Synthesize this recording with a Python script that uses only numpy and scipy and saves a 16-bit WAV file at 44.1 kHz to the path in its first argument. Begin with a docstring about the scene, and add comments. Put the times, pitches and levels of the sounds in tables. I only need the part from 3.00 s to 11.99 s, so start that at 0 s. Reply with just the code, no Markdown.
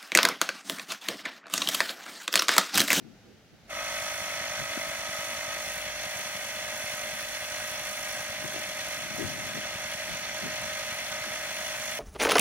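"""A soft rush of open air and a flutter of wind come first, with a truck idling faintly and then fuller beneath.
A small electric piston pump switches on to inflate a tire: its whine sums multiples of the crank speed, while
bursts of noise from valve, gears and air shake a resonant plastic shell and echo from the truck.
About two seconds later the pump runs faster and looser. Wind, as swells of low noise, flutters now and then,
mostly on the left microphone port."""
import sys
import numpy as np
from scipy.fft import rfft, irfft, next_fast_len
from scipy.io import wavfile
from scipy.ndimage import map_coordinates

SR = 44100
rng = np.random.default_rng(int(sys.argv[2]) if len(sys.argv) > 2 else 0)


def transcribe(u):
    """Save the signal u as a 16-bit wav file named by the first command-line argument.

    u: samples, shape (n,) or (channels, n), limited to [-1, 1]; the rate is SR.
    q: integer samples, one column per channel.
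    """
    v = np.clip(np.atleast_2d(u).T, -1, 1)
    q = np.round(v * 32767).astype(np.int16)
    wavfile.write(sys.argv[1], SR, q)


N = 396459

# Open air and engine-bay rush, spectral shape: hz, relative_db_per_hz
AIR_SPECTRUM = [(25, -32), (42, -4), (65, -7.5), (120, -1.5), (160, -7), (209, 0.5), (290, -9), (490, -11),
                (800, -12), (1000, -22), (1450, -15.5), (6200, -23), (8130, -32.5), (15500, -36)]
# Open air, mean level: time_s, level_db
AIR_LEVEL = [(0, -56), (.6, -57), (.9, -54), (9, -52)]
# Wind eddies at set times, loud and soft: peak_s, left_level_db, length_s, centre_hz, right_minus_left_db
TIMED_EDDIES = [(0.067, -46, 0.049, 219, -17), (.3, -59.5, .045, 440, 4), (.54, -56, 0.011, 200, 3),
                (1.614, -40, 0.02, 121, -6), (1.777, -30, 0.0033, 240, -10),
                (5.448, -37.5, 0.021, 169, -22), (5.558, -40.5, 0.029, 287, -14),
                (6.215, -30.5, .022, 312, -21), (6.261, -32, 0.015, 140, -12), (6.573, -36, .017, 212, -12),
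                (7.128, -42, .03, 120, -12), (7.461, -38, 0.031, 216, -2), (7.649, -46, 0.049, 115, -7)]
# Exhaust puff, spectral shape: hz, relative_db_per_hz
PUFF_SPECTRUM = [(25, -36), (45, -32), (70, 7.5), (105, 7), (200, 6.5), (280, -10), (500, -6.5),
                 (1200, -55)]
# Engine hum, before the swell and waver: multiple_of_engine_speed (rounded in use), level_db
IDLE_HUM_ORDERS = [(4, -78), (5, -66.5), (8, -75), (9, -68.5), (12, -66.5)]
# Looseness of the piston stroke: time_s, looseness (0-1)
LOOSENESS = [(2.5, 0), (2.72, 1)]
# Crank harmonics at full drive, before force and waver:
# multiple_of_crank_speed (rounded in use), tight_db, loose_db
WHINE_ORDERS = [(6.03, -62, -65), (10.01, -65, -61), (10.99, -51.5, -51.5), (11.966, -47.5, -48),
                (13, -48, -58.5), (13.97, -87, -63), (15, -58, -61), (16.97, -63, -66.5),
                (19, -58.5, -65.5), (20, -83, -60), (21.94, -57, -62.5), (23.94, -61.5, -57),
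                (24.93, -48.5, -58), (26.05, -53, -66.5), (32, -60, -53.5), (37, -57.5, -55),
                (38.9, -52, -74), (40, -56, -72), (41.33, -51, -55.5), (51, -55, -75), (52.64, -85, -55.5),
                (69.2, -57.5, -64)]
# Bursts in each crank turn, against the steady noise, before force and scatter:
# place_in_turn (0-1), length_turns, tight_db, loose_db, low_hz, high_hz
STROKE_BURSTS = [(0.97, 0.049, 3, 2, 370, 796), (0.67, 0.078, 5.5, 2, 620, 1427),
                 (0.93, 0.14, 4, 2, 1420, 2625), (0.64, 0.42, 0.5, 1.5, 2690, 4970),
                 (0.74, 0.2, 5, 4, 4940, 7500), (0.5, 0.12, 1, 2, 7370, 15500)]
# Likeness of the pump noise in left and right: hz, correlation (0-1)
PUMP_LIKENESS = [(300, 0.48), (650, 1), (1200, 0.71), (2000, 1), (5000, 0.43), (15000, 0.63)]
# Broad response of the plastic shell: hz, relative_db_per_hz
SHELL_RESPONSE = [(330, -42), (450.0, -33), (560.0, -7.5), (900.0, -4.5), (1400.0, -10), (1900.0, 1.5),
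                  (2800.0, -2.5), (3800.0, -4), (5000.0, -11.5), (7300.0, -9.5), (9500.0, -11),
                  (12000.0, -7.5), (13500.0, -16.5), (15600.0, -7)]
# Resonances and dips of the shell: centre_hz, width_hz, lift_db
SHELL_RESONANCES = [(593, 170, 6.5), (939, 20, 8), (1270, 99, 10), (1506, 133, 10), (1623, 35, 8),
                    (1831, 50, 6.5), (2112, 376, 6.5), (2566, 32, 6.5), (2770, 70, -4.5), (2870, 260, 3),
                    (3310, 92, 5.5), (3410, 190, 3.5), (3800, 190, -4.5), (4327, 205, 7.5),
                    (5040, 135, -2.5), (5804, 1280, 12), (6600, 300, 5.5), (6860, 250, -3.5),
                    (10200, 1100, 5)]
# Echoes from the truck's side and wheel: mean_delay_s, gain (linear)
PANEL_ECHOES = [(.0029, 0.087), (.0047, 0.15)]
# Rattle drive, before a common gain in pump(): time_s, level_db
RATTLE_LEVEL = [(.8, -39), (2.8, -40.2), (6.1, -40.5), (7.2, -39.5)]
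# Treble hiss drive, before a common gain and flicker in pump(): time_s, level_db
HISS_LEVEL = [(.8, -47), (2.2, -46.5), (2.7, -48), (5.1, -46.5), (6.4, -48), (6.8, -49.5), (9, -47)]
# Gain of the rattle's lower middle: time_s, gain_db
MIDDLE_GAIN = [(2.3, 1), (2.8, -3), (6.2, -3), (8.4, 6)]
# Level difference of the pump between the sides: hz, left_minus_right_db
PUMP_PAN_CURVE = [(300, -3.5), (620, 0.7), (1000, 2.5), (1290, -0.5), (1700, 0), (2100, -0.5), (3100, 7),
                  (4300, -5.5), (5800, -11), (7000, -2), (8200, -6), (11000, -1), (13000, .5)]

# Random faint eddies: eddies per s, mean left level and half-range (dB), length (s), centre (Hz),
# right minus left (dB)
FAINT_PER_S = 1.5
FAINT_DB, FAINT_SCATTER_DB, FAINT_S, FAINT_HZ, FAINT_RIGHT_DB = -51.5, 4, 0.012, 290, -0.5
# One longer gust: peak (s), length (s), left level (dB), centre (Hz), right minus left (dB)
GUST_AT, GUST_S, GUST_DB, GUST_HZ, GUST_RIGHT_DB = 6.28, 0.22, -41, 167, -18
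SWITCH_ON_S = .673
# Crank speed (turns per s): under load, extra until the hose fills, extra at full looseness
TURN_RATE, UNLOADED_RATE, LOOSE_RATE = 50.5, .4, .45
# Filling time of the hose (s), speed gain while loose (turns per s each s), crank position at rest (turns)
FILL_S, CLIMB_PER_S, REST_PLACE = .45, .12, .92
# Drive (0-1) of the first stir and of the catching piston; rise of the stir (s)
STIR_SHARE, CATCH_SHARE, STIR_S = .06, 0.26, 0.01
# Delay of the catch, its rise, and time constant of the build-up to full drive (s)
CATCH_AFTER_S, CATCH_S, BUILD_S = 0.019, 0.0062, 0.064
MIDDLE_HZ, MIDDLE_WIDTH_HZ = 1200, 220  # centre and standard deviation of the lower middle
FLICKER_DB, FLICKER_RATE = 1.07, 7.7  # treble flicker: scale (dB), random knots per s
TOP_HZ = 15830


def amp(db):
    """Logarithmic level: decibels become an amplitude ratio."""
    return 10 ** (np.asarray(db) / 20)


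def unit(x):
    """Normalisation: x is brought to root-mean-square 1."""
    return x / np.sqrt(np.mean(x ** 2) + 1e-20)


def along(points, hz):
    """Spectral interpolation: (hz, value) points are joined on a logarithmic frequency axis."""
    f, v = np.transpose(points)
    return np.interp(np.log(hz + 1), np.log(f + 1), v)


def curves(rows):
    """Linear interpolation in time: one value per sample for each column after time_s."""
    s, *cols = np.transpose(rows)
    return [np.interp(np.arange(N) / SR, s, c) for c in cols]


def wobble(rate):
    """Slow random fluctuation: a smooth curve through chance values, rate knots per s."""
    coarse = np.arange(0, N + 32, 32)
    knots = rng.standard_normal(4000)
    coarse_curve = map_coordinates(knots, [coarse * rate / SR], mode="wrap")
    return np.interp(np.arange(N), coarse, coarse_curve)


def filtered(x, response):
    """Linear filtering: the spectrum of x is multiplied by a complex response of frequency."""
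    size = next_fast_len(N + 8192)
    hz = np.fft.rfftfreq(size, 1 / SR)
    return irfft(rfft(x, size) * response(hz), size)[..., :N]


def spread(pair, alike):
    """Partial coherence: two unrelated signals mix into left and right of the given correlation."""
    turn = lambda hz: np.arccos(np.clip(along(alike, hz), -1, 1)) / 2
    mid, side = filtered(pair, lambda hz: np.array([np.cos(turn(hz)), np.sin(turn(hz))]))
    return np.array([mid + side, mid - side])


def outdoors():
    """Broadband turbulence: shaped noise gives the engine-bay rush and open air, gently wavering."""
    noise = spread(rng.standard_normal((2, N)), [(50, 0.25), (200, 0.82), (1000, 0.77), (6000, 0.1)])
    rush = unit(filtered(noise, lambda hz: amp(along(AIR_SPECTRUM, hz))))
    level_db = curves(AIR_LEVEL)[0] + 0.94 * wobble(7)
    return amp(level_db) * rush


def flutter(t, db, length, centre_hz, right_db, width_octaves=0.79, top_hz=480):
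    """Local wind pressure: low noise swells around t = 0, independent on the two ports."""
    hz = np.fft.rfftfreq(len(t), 1 / SR) + 1
    octaves = np.log2(hz / centre_hz)
    colour = np.exp(-.5 * (octaves / width_octaves) ** 2) / (1 + (hz / top_hz) ** 8)
    swell = np.exp(-.5 * (t / length) ** 2)
    noise = irfft(rfft(rng.standard_normal((2, len(t))) * swell) * colour, len(t))
    # each port receives the energy of the swell at its own level
    noise = noise * np.linalg.norm(swell) / np.linalg.norm(noise, axis=1, keepdims=True)
    return amp([[db], [db + right_db]]) * noise


def wind():
    """Intermittent turbulence: a gust, eddies at set times and random faint ones flutter on the ports."""
    out = np.zeros((2, N + 2 * SR))  # padded for eddies that overlap the ends
    t = np.arange(SR) / SR - .5
    gust = (GUST_AT, GUST_DB, GUST_S, GUST_HZ, GUST_RIGHT_DB)
    faint = []
    for when, strength in rng.random((int(FAINT_PER_S * N / SR), 2)):
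        level_db = FAINT_DB + FAINT_SCATTER_DB * (2 * strength - 1)
        faint.append((when * N / SR, level_db, FAINT_S, FAINT_HZ, FAINT_RIGHT_DB))
    for peak_s, *eddy in [gust] + TIMED_EDDIES + faint:
        first = max(round(peak_s * SR), 0)
        out[:, first:first + len(t)] += flutter(t, *eddy)
    return out[:, SR // 2:][:, :N]


def truck(puff_db=-58, scatter_db=4.0, waver_db=3.0):
    """Periodic combustion: harmonics of engine speed hum, and one exhaust puff stands out in each turn."""
    turn_rate, first_s = 10.29, .054  # turns per s, time of the first puff
    times = np.arange(first_s, N / SR, 1 / turn_rate)
    puffs = np.zeros(N)
    puffs[(times * SR).astype(int)] = amp(scatter_db * rng.standard_normal(len(times)))
    thump = unit(filtered(puffs, lambda hz: amp(along(PUFF_SPECTRUM, hz))))
    angle = 2 * np.pi * turn_rate * (np.arange(N) / SR - first_s)
    hum = np.zeros(N)
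    for order, db in IDLE_HUM_ORDERS:
        hum += amp(db + waver_db * wobble(3.08)) * np.sin(round(order) * angle)
    swell_db, = curves([(.5, -16), (.75, -1.5)])  # time_s, gain_db
    return amp(swell_db) * (amp(puff_db) * thump + np.sqrt(2) * hum)


def crank(running, loose):
    """Load and speed: the crank slows as the hose fills, then gains speed steadily once the stroke is loose."""
    loose_for = np.cumsum(loose) / SR
    filling = UNLOADED_RATE * np.exp(-abs(running) / FILL_S)
    speed = TURN_RATE + filling + LOOSE_RATE * loose + CLIMB_PER_S * loose_for
    return REST_PLACE + np.cumsum(speed * (running > 0)) / SR


def start_up(running):
    """Starting transient: drive (0-1) stirs at the switch, jumps as the piston catches, then builds up."""
    pumping = np.maximum(running - CATCH_AFTER_S, 0)
    build = 1 - (1 - CATCH_SHARE) * np.exp(-pumping / BUILD_S)
    power = np.minimum(pumping / CATCH_S, 1) * build
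    stir = STIR_SHARE * np.clip(running / STIR_S, 0, 1)
    return np.maximum(power, stir)


def whine(turns, loose, force, waver_db=0.28, scatter=0.1):
    """Harmonic series: multiples of crank speed meet in one swell each time the valve opens."""
    valve_at = .91  # place in the turn
    tone = np.zeros(N)
    for order, tight_db, loose_db in WHINE_ORDERS:
        # the higher harmonics are less tightly in step
        offset = rng.uniform(-.2, .2) * (order > 14.5)
        waver = waver_db * (.5 + loose / 2) * wobble(9)
        level = tight_db + loose * (loose_db - tight_db) + waver
        angle = 2 * np.pi * (round(order) * (turns - valve_at) + offset)
        tone += np.sqrt(2) * amp(level) * np.cos(angle + scatter * wobble(20))
    return tone * force


def sing(hz=730, db=-61.0, waver_db=3, drift=0.83):
    """Sustained resonance: shaking keeps one lightly damped shell mode ringing, wavering in level and phase."""
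    angle = 2 * np.pi * hz * np.arange(N) / SR + drift * wobble(12)
    return np.sqrt(2) * amp(db + waver_db * wobble(14)) * np.sin(angle)


def per_turn(turns, count):
    """Cyclic variation: count rows of chance values, new for each crank turn and joined linearly."""
    draws = rng.standard_normal((count, 600))
    return np.array([np.interp(turns, np.arange(len(row)), row) for row in draws])


def rattle(turns, loose, force, repeat=0.09, loose_repeat=0.093, mesh=0.15,
           tight_scatter_db=2.0, loose_scatter_db=3):
    """Modulated noise: valve, piston and escaping air burst once a turn, and gear teeth chop the noise."""
    share = np.clip(repeat + loose * (loose_repeat - repeat), 0, 1)
    # the same surfaces meet in every turn, so part of the noise repeats
    track = rng.standard_normal((2, 860))
    same = np.array([row[(turns % 1 * len(row)).astype(int)] for row in track])
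    fresh = rng.standard_normal((2, N))
    noise = spread(np.sqrt(share) * same + np.sqrt(1 - share) * fresh, PUMP_LIKENESS)
    teeth = 1 + mesh * np.cos(2 * np.pi * 8 * turns)  # eight meshings a turn
    scatter_db = tight_scatter_db + loose * (loose_scatter_db - tight_scatter_db)
    chances = per_turn(turns - .75, count=len(STROKE_BURSTS))
    out = np.zeros((2, N))
    for (place, length, tight_db, loose_db, low_hz, high_hz), chance in zip(STROKE_BURSTS, chances):
        from_burst = (turns - place + .5) % 1 - .5
        burst = np.exp(-.5 * (from_burst / length) ** 2)
        level_db = tight_db + loose * (loose_db - tight_db) + scatter_db * np.tanh(chance)
        size = force * amp(level_db)
        gate = np.sqrt(1 + size ** 2 * burst)
        below = lambda hz, edge: 1 / (1 + (hz / edge) ** 16)
        band = lambda hz: np.sqrt(abs(below(hz, high_hz) - below(hz, low_hz)))
        out += filtered(noise * unit(gate * teeth), band)
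    return out


def shell(x, ripple_db=2.5, spacing_hz=110, dense_from_hz=2800):
    """Modal response: the plastic shell has a few strong modes and a thicket of small ones in the treble."""
    small = rng.standard_normal(1000)
    modes = np.arange(len(small))
    ripple = lambda hz: ripple_db * np.interp(hz / spacing_hz, modes, small) * (hz > dense_from_hz)
    lift = lambda hz: sum(db / (1 + (2 * (hz - centre) / width) ** 2)
                          for centre, width, db in SHELL_RESONANCES)
    return filtered(x, lambda hz: amp(along(SHELL_RESPONSE, hz) + lift(hz) + ripple(hz)))


def panels(x, sway=0.024):
    """Interference by reflection: short echo delays drift as the hand-held microphone sways."""
    n = np.arange(N)
    out = x.copy()
    for delay, gain in PANEL_ECHOES:
        earlier = n - delay * SR * (1 + sway * wobble(0.81))
        out += gain * np.array([np.interp(earlier, n, side) for side in x])
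    return out


def lower_middle(x):
    """Time-varying band gain: the lower middle thins as the stroke loosens, and later fills again."""
    band = filtered(x, lambda hz: np.exp(-.5 * ((hz - MIDDLE_HZ) / MIDDLE_WIDTH_HZ) ** 2))
    return x + (amp(curves(MIDDLE_GAIN)[0]) - 1) * band


def place_pump(sound, lag_s=.000085):
    """Directional cues: each band has its own level difference, and sound reaches the right port first."""
    sides = np.array([[1], [-1]])
    pan = lambda hz: amp(sides * along(PUMP_PAN_CURVE, hz) / 2)
    even_power = lambda hz: pan(hz) / np.sqrt(np.mean(pan(hz) ** 2, 0))
    return filtered(sound, lambda hz: even_power(hz) * np.exp(-1j * np.pi * hz * lag_s * sides))


def pump(rattle_db=5.0, air_db=12, split_hz=7000, tight_db=0.7, loose_db=2.0, rattle_follows=0.68,
         jitter=0.0033, start_jitter=0.036, settle_s=0.11, surge_db=9):
    """Crank-driven vibration: whine, rattle and hiss share one cycle; a loose stroke varies in force and timing."""
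    (loose,), (body_db,), (hiss_db,) = curves(LOOSENESS), curves(RATTLE_LEVEL), curves(HISS_LEVEL)
    running = np.arange(N) / SR - SWITCH_ON_S
    # on starting, the motor pulls hard and the crank stumbles before it settles
    inrush = np.exp(-abs(running) / settle_s)
    stumble = (jitter * loose + start_jitter * inrush) * wobble(35)
    turns = crank(running, loose) + stumble
    # the cap limits the strong strokes, while some fall well short
    force_db = (tight_db + loose * (loose_db - tight_db)) * np.minimum(wobble(30), .6)
    force = amp(force_db)
    noise = unit(panels(shell(rattle(turns, loose, force ** rattle_follows))))
    body = lower_middle(filtered(noise, lambda hz: 1 / (1 + (hz / split_hz) ** 8)))
    tones = whine(turns, loose, force * amp(surge_db * inrush)) + sing()
    flicker_db = FLICKER_DB * wobble(FLICKER_RATE)
    hiss = amp(hiss_db + air_db + flicker_db) * (noise - body)
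    sound = start_up(running) * (amp(body_db + rattle_db) * body + hiss + tones)
    return place_pump(sound)


def scene():
    """Superposition: open air, wind, truck and pump add."""
    return outdoors() + wind() + truck() + pump()


def record(dry):
    """Band limitation: nothing at or above TOP_HZ is kept."""
    return filtered(dry, lambda hz: hz < TOP_HZ)


dry = scene()
out = record(dry)
transcribe(out)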